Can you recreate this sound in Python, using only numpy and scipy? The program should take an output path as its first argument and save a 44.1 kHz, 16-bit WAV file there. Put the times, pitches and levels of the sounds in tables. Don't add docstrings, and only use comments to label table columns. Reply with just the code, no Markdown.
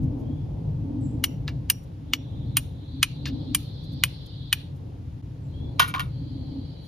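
import sys
import numpy as np
from scipy import signal
from scipy.fft import rfft, irfft, next_fast_len
from scipy.io import wavfile
from scipy.ndimage import uniform_filter1d

SR = 44100
rng = np.random.default_rng(int(sys.argv[2]) if len(sys.argv) > 2 else 0)


def bounce(signal):
    frames = np.transpose(np.atleast_2d(signal))
    limited = np.clip(frames, -1, 1)
    pcm = np.round(limited * 32767).astype(np.int16)
    wavfile.write(sys.argv[1], SR, pcm)


N = 303163
T = np.arange(N) / SR
SIZE = next_fast_len(N + SR)
HZ = np.maximum(np.arange(SIZE // 2 + 1) * SR / SIZE, 1)

# start_s, level_db, grating_ms, then low_db, middle_db, shrill_db and top_db
# beside the main part, first_gripped_hz, second_gripped_hz, free_ring_db
STRIKES = [(1.239, -26.5, 4.9, -18.5, -9.5, -5.5, -6, 2290, 3050, -52),
           (1.699, -28, 5.36, -12.5, -5, 0, -1, 2380, 2865, -50),
           (2.1342, -21.5, 3.5, -22, -13, -21.5, -14, 2300, 2900, -55),
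           (2.569, -26.5, 2.7, -14, -11.5, 1, 1, 2504, 2900, -59),
           (3.0285, -20.5, 4.3, -17, -10.5, -6, -13.5, 2480, 3020, -59.5),
           (3.5469, -28, 5.9, -16, -8, 0, -6.5, 2370, 2940, -59.5),
           (4.036, -22.5, 3.8, -16.5, -14.5, -10, -6.5, 2450, 2900, -58.5),
           (4.5269, -24.5, 5.4, -16, -14, -11.5, -9.5, 2490, 3020, -59)]
# start_s, level_db, grating_ms, low_db, middle_db, shrill_db, top_db
TOUCHES = [(1.4788, -40, 1.3, -1, -20, -28, -30), (1.4825, -45, 0.87, 7, -13.5, -29, -22),
           (1.4865, -53.5, 1.6, 1.5, -12.5, -17, -22), (1.4885, -61.5, 11, -0.5, -9.5, -21, -7.5),
           (3.2555, -41.5, 1.6, -7.5, -21.5, -37, -31), (3.2585, -43, 1.5, -4.5, -20, -34, -33),
           (3.2612, -52.5, 12, 1.5, -13, -22, -22), (3.271, -58, 31, -3, -10, -23, -9)]
STONE_KNOCKS = [(5.7955, -17.5, 1.4, 0.5, -13, -12.5, -7), (5.7988, -20, 1.5, 0, -8, -10, -16),
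                (5.8025, -19.5, 1.2, -5, -10, -19, -11), (5.8075, -39, 5.3, -11.5, -6.5, -13, -13.5),
                (5.8183, -32, 1.9, -6, -22, -26, -21.5), (5.8285, -33.5, 1.5, -13.5, -15.5, -23.5, -26.5),
                (5.846, -45.5, 1.7, -8, -16, -22, -24.5), (5.876, -52, 41, -12, -9, -3.5, -3.5),
                (5.9396, -31.5, 1.2, 6.5, -21, -21, -15), (5.9475, -34.5, 1.3, 12, -20, -22, -13),
                (5.9525, -38, 1.3, 2, -22, -24, -16), (5.9605, -46, 5, -5, -20, -21, -18),
                (5.9812, -42, 1, 12.5, -24, -26, -26), (5.9951, -33, 1.8, -9, -14, -13, -11.5),
                (6.0018, -37.5, 5.4, -9.5, -20, -16, -8), (6.0085, -41, 1.6, -7, -11, -20, -15),
                (6.014, -56, 2.7, 9, -14, -20, -15)]
# pitch_hz, level_db, time_to_fall_60_db_s (before a cap)
HELD_MODES = [(2300, 3, 0.026), (2900, 6, 0.015), (1030, -2.5, 0.036), (1400, -13, 0.032), (1705, 1, .03),
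              (2560, -9, 0.036), (3060, -0.5, 0.015), (3300, -5.5, .025), (3660, -12.5, .021),
              (4164, -14, 0.045), (5050, 5.5, .015), (5480, -1.5, 0.067), (5860, 2, 0.022),
              (6360, 1.5, 0.029), (9123, 13.5, 0.012), (9830, 0.5, .015), (12100, -10.5, .015),
              (13700, 5.5, 0.016), (13800, -8.5, .012), (15450, -0.5, .012)]
# pitch_hz, level_db, time_to_fall_60_db_s (before a cap)
LOOSE_MODES = [(1069, 5.5, 0.037), (1325, 2.5, .1), (1431, 11.5, 0.13), (1900, -4.5, 0.058),
               (2330, 3, 0.017), (2735, 2.5, 0.018), (3050, -0.5, 0.042), (3270, -1, 0.032),
               (3660, -2, 0.072), (4020, -10, 0.065), (4100, -25.5, 0.095), (5520, -5, 0.025),
               (6440, -1, 0.03), (9590, 4.5, 0.01), (10400, -2, .019), (15400, -5.5, .012)]
# start_s, level_db, length_ms
RUSTLE_EVENTS = [(0.01, -62, 54), (0.17, -65, 65), (1.819, -60, 38), (1.916, -78, 47), (3.82, -61, 51),
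                 (3.91, -60, 43), (4.2, -71, 56.6), (4.254, -54.5, 23), (4.74, -66, 53), (6.81, -63, 93)]
# start_s, length_s, final_level_db, first_pitch_hz, last_pitch_hz,
# spread (share of pitch)
BIRD_PHRASES = [(0.2, 0.2, -68, 3160, 3410, 0.026), (2.03, .62, -59.5, 3460, 3790, 0.083),
                (2.55, 2.05, -55, 3660, 3450, 0.087), (2.72, 1.42, -53, 4010, 4210, 0.079),
                (4.07, .53, -53.5, 4150, 4050, .09), (3.2, 1.05, -66, 4950, 5150, .07),
                (5.515, .14, -58.5, 3200, 3450, .02), (5.44, 0.46, -66, 4000, 4260, .071),
                (6.02, .86, -63.5, 3310, 3240, 0.055), (6.02, .86, -57, 4310, 4210, 0.066)]
# time_s, lower_hz, upper_hz, level_db
CALL_COURSE = [(0.997, 8980, 9340, -110), (1.01, 7564, 8000, -62.5), (1.05, 7330, 7300, -63.5),
               (1.112, 7206, 8600, -71.5), (1.15, 7330, 8400, -82), (1.171, 6945, 8120, -100)]
# time_s, rumble_db, drone_db
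TRAFFIC_COURSE = [(0.0, -22.5, -33), (0.15, -32, -35.5), (0.76, -28, -45), (0.88, -33, -32.5),
                  (1.09, -27, -33.5), (1.3, -33, -36.5), (1.36, -29, -46), (1.6, -32, -40.5),
                  (1.85, -37, -54), (2.22, -36.5, -41.5), (2.29, -33, -57), (2.35, -31, -47),
                  (2.58, -32.5, -38.5), (2.62, -33.5, -49), (2.89, -38, -45), (3.0, -34, -39.5),
                  (3.1, -35.5, -49.5), (3.35, -30.5, -29), (3.44, -32.5, -41), (3.5, -32, -32),
                  (3.71, -35.5, -55), (3.98, -33.5, -38), (4.02, -32.5, -46.5), (4.17, -37.5, -52),
                  (4.73, -36.5, -51), (4.86, -36, -46), (5.39, -36.5, -51), (5.66, -29.5, -42),
                  (5.68, -34.5, -46.5), (6.01, -34.5, -45.5), (6.05, -24.5, -47), (6.08, -31.5, -54.5),
                  (6.26, -33, -39.5), (6.58, -34, -38.5), (6.72, -33.5, -50), (6.87, -38.5, -53)]
# pitch_hz, relative_level_db (per Hz)
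RUMBLE_COLOUR = [(15, -42.5), (26, -22), (48, -6.5), (103, 0), (145, -0.5), (194, -14), (210, -15),
                 (270, -42.5), (460, -120)]
# pitch_hz, relative_level_db (per Hz)
DRONE_COLOUR = [(195, -22), (225, -10.0), (265, -1.0), (305, -5.5), (345, -33.0)]
# pitch_hz, relative_level_db (per Hz)
WASH_COLOUR = [(190, -29.5), (330, -1.5), (366, -7), (537, -8), (599, -14), (875, -17), (1300, -37.5),
               (1690, -53.5), (2860, -120)]
# pitch_hz, relative_level_db (per Hz)
HISS_MID_COLOUR = [(530, -34), (900, -9), (1210, -12), (1820, -13.5), (2900, -14), (3310, -13.5),
                   (3600, -14.5), (5130, -19.5), (7390, -26.5), (8450, -40.5), (9780, -26.5), (12200, -29),
                   (13600, -34.5), (14100, -46.5), (16500, -57.5)]
# pitch_hz, relative_level_db (per Hz)
HISS_SIDE_COLOUR = [(530, -32), (900, -0.5), (1940, -16.5), (3110, -18.5), (3600, -16.5), (4430, -19.5),
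                    (6460, -25), (9090, -25), (10600, -28), (12200, -61.5), (16500, -58.5)]
# pitch_hz, phase_radians
HANDS_PHASE = [(0, 0), (600, -0.3), (950, 1.8), (1210, -0.4), (1460, 1.1), (1980, 0.2), (3270, 1.0),
               (4480, 0.8), (5430, -0.6), (6800, -0.8), (7670, -2.8), (12400, -6.6), (14300, -8.7),
               (16400, -9.5)]
# pitch_hz, phase_radians
GROUND_PHASE = [(0, 0), (1030, 1.4), (1380, -3.2), (1720, -5.9), (3530, -4.6), (5600, -6.6), (6550, -6.9),
                (7670, -9.3), (9130, -9.7), (10200, -11.7), (14000, -13.3), (14400, -13.1), (14600, -15.7),
                (16400, -15.7)]
# pitch_hz, difference_db
LEFT_OVER_RIGHT = [(60, 1.0), (110, 1.5), (200, 2.5), (380, 0.0), (700, 2.0), (1290, 0.0), (2380, -0.5),
                   (4400, 2.0), (8120, 0.0), (15000, 0.0)]

HELD_PARTS_HZ, LOOSE_PARTS_HZ = [2100, 4700, 8000, 11500], [1200, 4450, 8000, 11500]
RING_HZ, RING_WIDTH_HZ, RING_T60_S = 5660, 270, .3
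CHORUS = 8
SWELL_DB_PER_S, SONG_RISE_SHARE, SONG_FADE_S = 3, .15, .049
CALL_AGAIN_S, CALL_AGAIN_DB = 4.4, -15
WASH_DB = -54.5
WASH_FOLLOWS = 1.2
SLAP_S, SLAP_DB = .065, -35
BLUR_HZ = 500
DIP_S, DIP_WIDTH_S = 5.22, .005
TOP_HZ = 16800


def contacts(events, modes, parts_hz, grit_db, scrape_s, lead_in_db, after_db, shift,
             longest_s=.055, bass_hz=920, order=7):
    out, t = np.zeros(N), np.arange(SR // 6) / SR
    scatter_db = 2.5
    lead_s = .012
    shrill_share = .65
    since_bite = np.maximum(t - lead_s, 0)
    hz, mode_db, t60 = np.transpose(modes)
    t60 = np.minimum(t60, np.minimum(longest_s, 210 / hz))
    group = np.searchsorted(parts_hz, hz)
    edges = zip([900, *parts_hz], [*parts_hz, 14300])
    bands = [signal.butter(3, edge, "bandpass", fs=SR, output="sos") for edge in edges]
    lead_in = undb(lead_in_db) * (t < lead_s) * (t / lead_s) ** 2
    onset = np.minimum(since_bite / .00045, 1)
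    scrape = undb(after_db) * np.exp(-since_bite / scrape_s)

    for s, db, ms, low_db, middle_db, shrill_db, top_db, *gripped_hz in events:
        grains = rng.standard_normal((5, len(t))) * undb(2.5 * rng.standard_normal(len(t)))
        hails = []
        for grain, share in zip(grains, (1, 1, 1, shrill_share, shrill_share)):
            bite = np.exp(-(since_bite / (share * ms / 1000)) ** 3)
            hails.append(grain * ((share == 1) * lead_in + onset * (bite + scrape)))

        chance = rng.standard_normal((3, len(hz)))
        group_db = np.array([low_db, 0, middle_db, shrill_db, top_db])
        detuned = np.r_[gripped_hz, hz[len(gripped_hz):]] * (1 + shift * chance[0])
        split = .006 * hz * (1 + .3 * chance[2])
        parts = []
        for g, f, beat, decay in zip(group, detuned, split, t60):
            tone = np.sin(2 * np.pi * f * t) * np.cos(2 * np.pi * beat * t)
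            ring = tone * np.exp(-np.log(1000) * t / decay)
            parts.append(signal.fftconvolve(hails[g], ring)[:len(t)])
        parts += [signal.sosfilt(band, hail) for band, hail in zip(bands, hails)]
        gains_db = [*(mode_db + group_db[group] + scatter_db * chance[1]), *(grit_db + group_db)]

        energy = ms / 1000 * SR
        mixed = sum(undb(g) * p * np.sqrt(energy / np.sum(p ** 2)) for g, p in zip(gains_db, parts))
        add(out, s - lead_s, undb(db) * mixed)
    return signal.sosfilt(signal.butter(order, bass_hz, "highpass", fs=SR, output="sos"), out)


def strikes():
    grit_db = np.array([-6.5, -1.5, 10.5, 2.5, 3])
    return contacts([row[:-1] for row in STRIKES], HELD_MODES, HELD_PARTS_HZ, grit_db, .0088,
                    lead_in_db=-22.0, after_db=-7.5, shift=.01)


def rings():
    out, t = np.zeros(N), T[:SR // 3]
    for s, *_, db in STRIKES:
        chance = rng.random((4, 2))
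        hz = RING_HZ + RING_WIDTH_HZ * (chance[:, :1] - .5)
        cluster = np.sin(2 * np.pi * (hz * t + chance[:, 1:])).sum(axis=0)
        add(out, s, undb(db) * cluster * np.exp(-np.log(1000) * t / RING_T60_S))
    return out


def touches():
    grit_db = np.array([4.9, 14.0, 5.8, 3.3, 3])
    return contacts(TOUCHES, HELD_MODES, HELD_PARTS_HZ, grit_db, .013,
                    lead_in_db=-25.5, after_db=-17.0, shift=.022)


def drop_on_stone():
    grit_db = np.array([-6, -16.5, 4, 9.0, -1.0])
    return contacts(STONE_KNOCKS, LOOSE_MODES, LOOSE_PARTS_HZ, grit_db, .024, lead_in_db=-30,
                    after_db=-18.0, shift=.003, longest_s=.1, bass_hz=884, order=3)


def rustles():
    out = np.zeros(N)
    for s, db, ms in RUSTLE_EVENTS:
        n = int(ms / 1000 * SR)
        add(out, s, undb(db) * np.hanning(n) * rng.standard_normal(n))
    return signal.sosfilt(signal.butter(2, [5200, 14500], "bandpass", fs=SR, output="sos"), out)


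def warbling():
    songs = np.zeros((CHORUS, N))
    for s, length, db, first_hz, last_hz, spread in BIRD_PHRASES:
        t = T[int(s * SR):int((s + length + 5 * SONG_FADE_S) * SR)]
        hz = np.interp(t, [s, s + length], [first_hz, last_hz])
        left_s = s + length - t
        rise = np.clip((t - s) / (SONG_RISE_SHARE * length), 0, 1)
        swell = undb(db - SWELL_DB_PER_S * np.maximum(left_s, 0))
        shape = rise * swell * np.exp(np.minimum(left_s, 0) / SONG_FADE_S)
        for song in songs:
            wavering_hz = hz * (1 + spread * walk(90, size=len(t)))
            note = np.sin(2 * np.pi * np.cumsum(wavering_hz) / SR)
            add(song, s, shape * np.sqrt(2 / CHORUS) * note)
    return sum(trunks(song, .15, .0014) for song in songs)


def thin_call():
    s, low_hz, high_hz, db = np.transpose(CALL_COURSE)
    voices = np.zeros(N)
    for pitch in (low_hz, high_hz):
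        wavering_hz = np.interp(T, s, pitch) * (1 + .0056 * walk(120))
        voices += np.sin(2 * np.pi * np.cumsum(wavering_hz) / SR)
    call = voices * undb(np.interp(T, s, db, left=-140, right=-140))
    call += undb(CALL_AGAIN_DB) * np.roll(call, int(CALL_AGAIN_S * SR))
    return pair(.22 * call, call) + trunks(call, .24, .013)


def traffic():
    s, *columns = np.transpose(TRAFFIC_COURSE)
    rumble_db, drone_db = (np.interp(T, s, column) for column in columns)
    wash_db = WASH_DB + WASH_FOLLOWS * (uniform_filter1d(rumble_db, SR // 2) + 35)
    rumble_side = [(hz, db + 5.5 * np.log2(hz / 100)) for hz, db in RUMBLE_COLOUR]
    rumble = pair(coloured(RUMBLE_COLOUR), undb(-18.5) * coloured(rumble_side))
    drone = pair(coloured(DRONE_COLOUR), undb(-10.5) * coloured(DRONE_COLOUR))
    wash = pair(coloured(WASH_COLOUR), undb(-2.5) * coloured(WASH_COLOUR))
    rumble = undb(rumble_db + .47 * walk(10)) * rumble
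    drone = undb(drone_db + 1.0 * walk(5.3)) * drone
    wash = undb(wash_db + 2.0 * walk(11)) * wash
    return (rumble + drone + wash) * undb(np.array([[.6], [-.6]]))


def hiss():
    return pair(level(coloured(HISS_MID_COLOUR), -66.5), level(coloured(HISS_SIDE_COLOUR), -64.5))


def ports(x, phase):
    half = undb(over_hz(LEFT_OVER_RIGHT) / 2) * np.exp(.5j * over_hz(phase))
    spectrum = rfft(x, SIZE)
    return np.array([irfft(spectrum * half, SIZE)[:N], irfft(spectrum / half, SIZE)[:N]])


def trunks(x, t60, delay_s):
    t = np.arange(SR // 2) / SR
    shape = np.exp(-np.log(1000) * t / t60) * (1 - np.exp(-(t / delay_s) ** 2))
    tails = rng.standard_normal((2, len(t))) * shape / np.sqrt(np.sum(shape ** 2))
    return signal.fftconvolve(x[None], tails, axes=1)[:, :N]


def echoes(near):
    blurred = near.mean(axis=0) * walk(rate=BLUR_HZ)
    dulled = signal.sosfilt(signal.butter(1, 12000, fs=SR, output="sos"), blurred)
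    slap = np.roll(dulled, int(SLAP_S * SR))
    slap = signal.sosfilt(signal.butter(2, 4000, fs=SR, output="sos"), slap)
    return undb(-26.0) * trunks(dulled, .33, .035) + undb(SLAP_DB) * trunks(slap, .09, .012)


def undb(db):
    return 10 ** (np.asarray(db) / 20)


def level(x, db):
    return x * undb(db) / np.sqrt(np.mean(x ** 2))


def over_hz(table):
    hz, value = np.transpose(table)
    return np.interp(np.log(HZ), np.log(np.maximum(hz, 1)), value)


def coloured(spectrum):
    inside = (HZ > spectrum[0][0]) & (HZ < spectrum[-1][0])
    shaped = rfft(rng.standard_normal(SIZE)) * undb(over_hz(spectrum)) * inside
    return level(irfft(shaped, SIZE)[:N], 0)


def walk(rate, size=N):
    k = int(SR / rate)
    steps = np.repeat(rng.standard_normal(size // k + 1), k)
    return 1.1 * uniform_filter1d(steps, k)[:size]


def pair(mid, side):
    return np.array([mid + side, mid - side])


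def add(out, s, piece):
    i = int(s * SR)
    out[i:i + len(piece)] += piece[:N - i]


def scene():
    hands = strikes() + rings() + touches() + rustles()
    near = ports(hands, HANDS_PHASE) + ports(drop_on_stone(), GROUND_PHASE)
    background = warbling() + thin_call() + traffic() + hiss()
    dip = 1 - np.exp(-((T - DIP_S) / DIP_WIDTH_S) ** 2)
    return dip * (near + echoes(near) + background)


def record(dry):
    fade_in = np.minimum(T / .004, 1)
    heard = signal.sosfilt(signal.butter(2, 32, "highpass", fs=SR, output="sos"), dry * fade_in)
    heard = signal.sosfilt(signal.butter(6, 16000, fs=SR, output="sos"), heard)
    clipped = np.clip(heard, -.95, .95)
    return signal.sosfilt(signal.ellip(14, .2, 100, TOP_HZ, fs=SR, output="sos"), clipped)


dry = scene()
out = record(dry)
bounce(out)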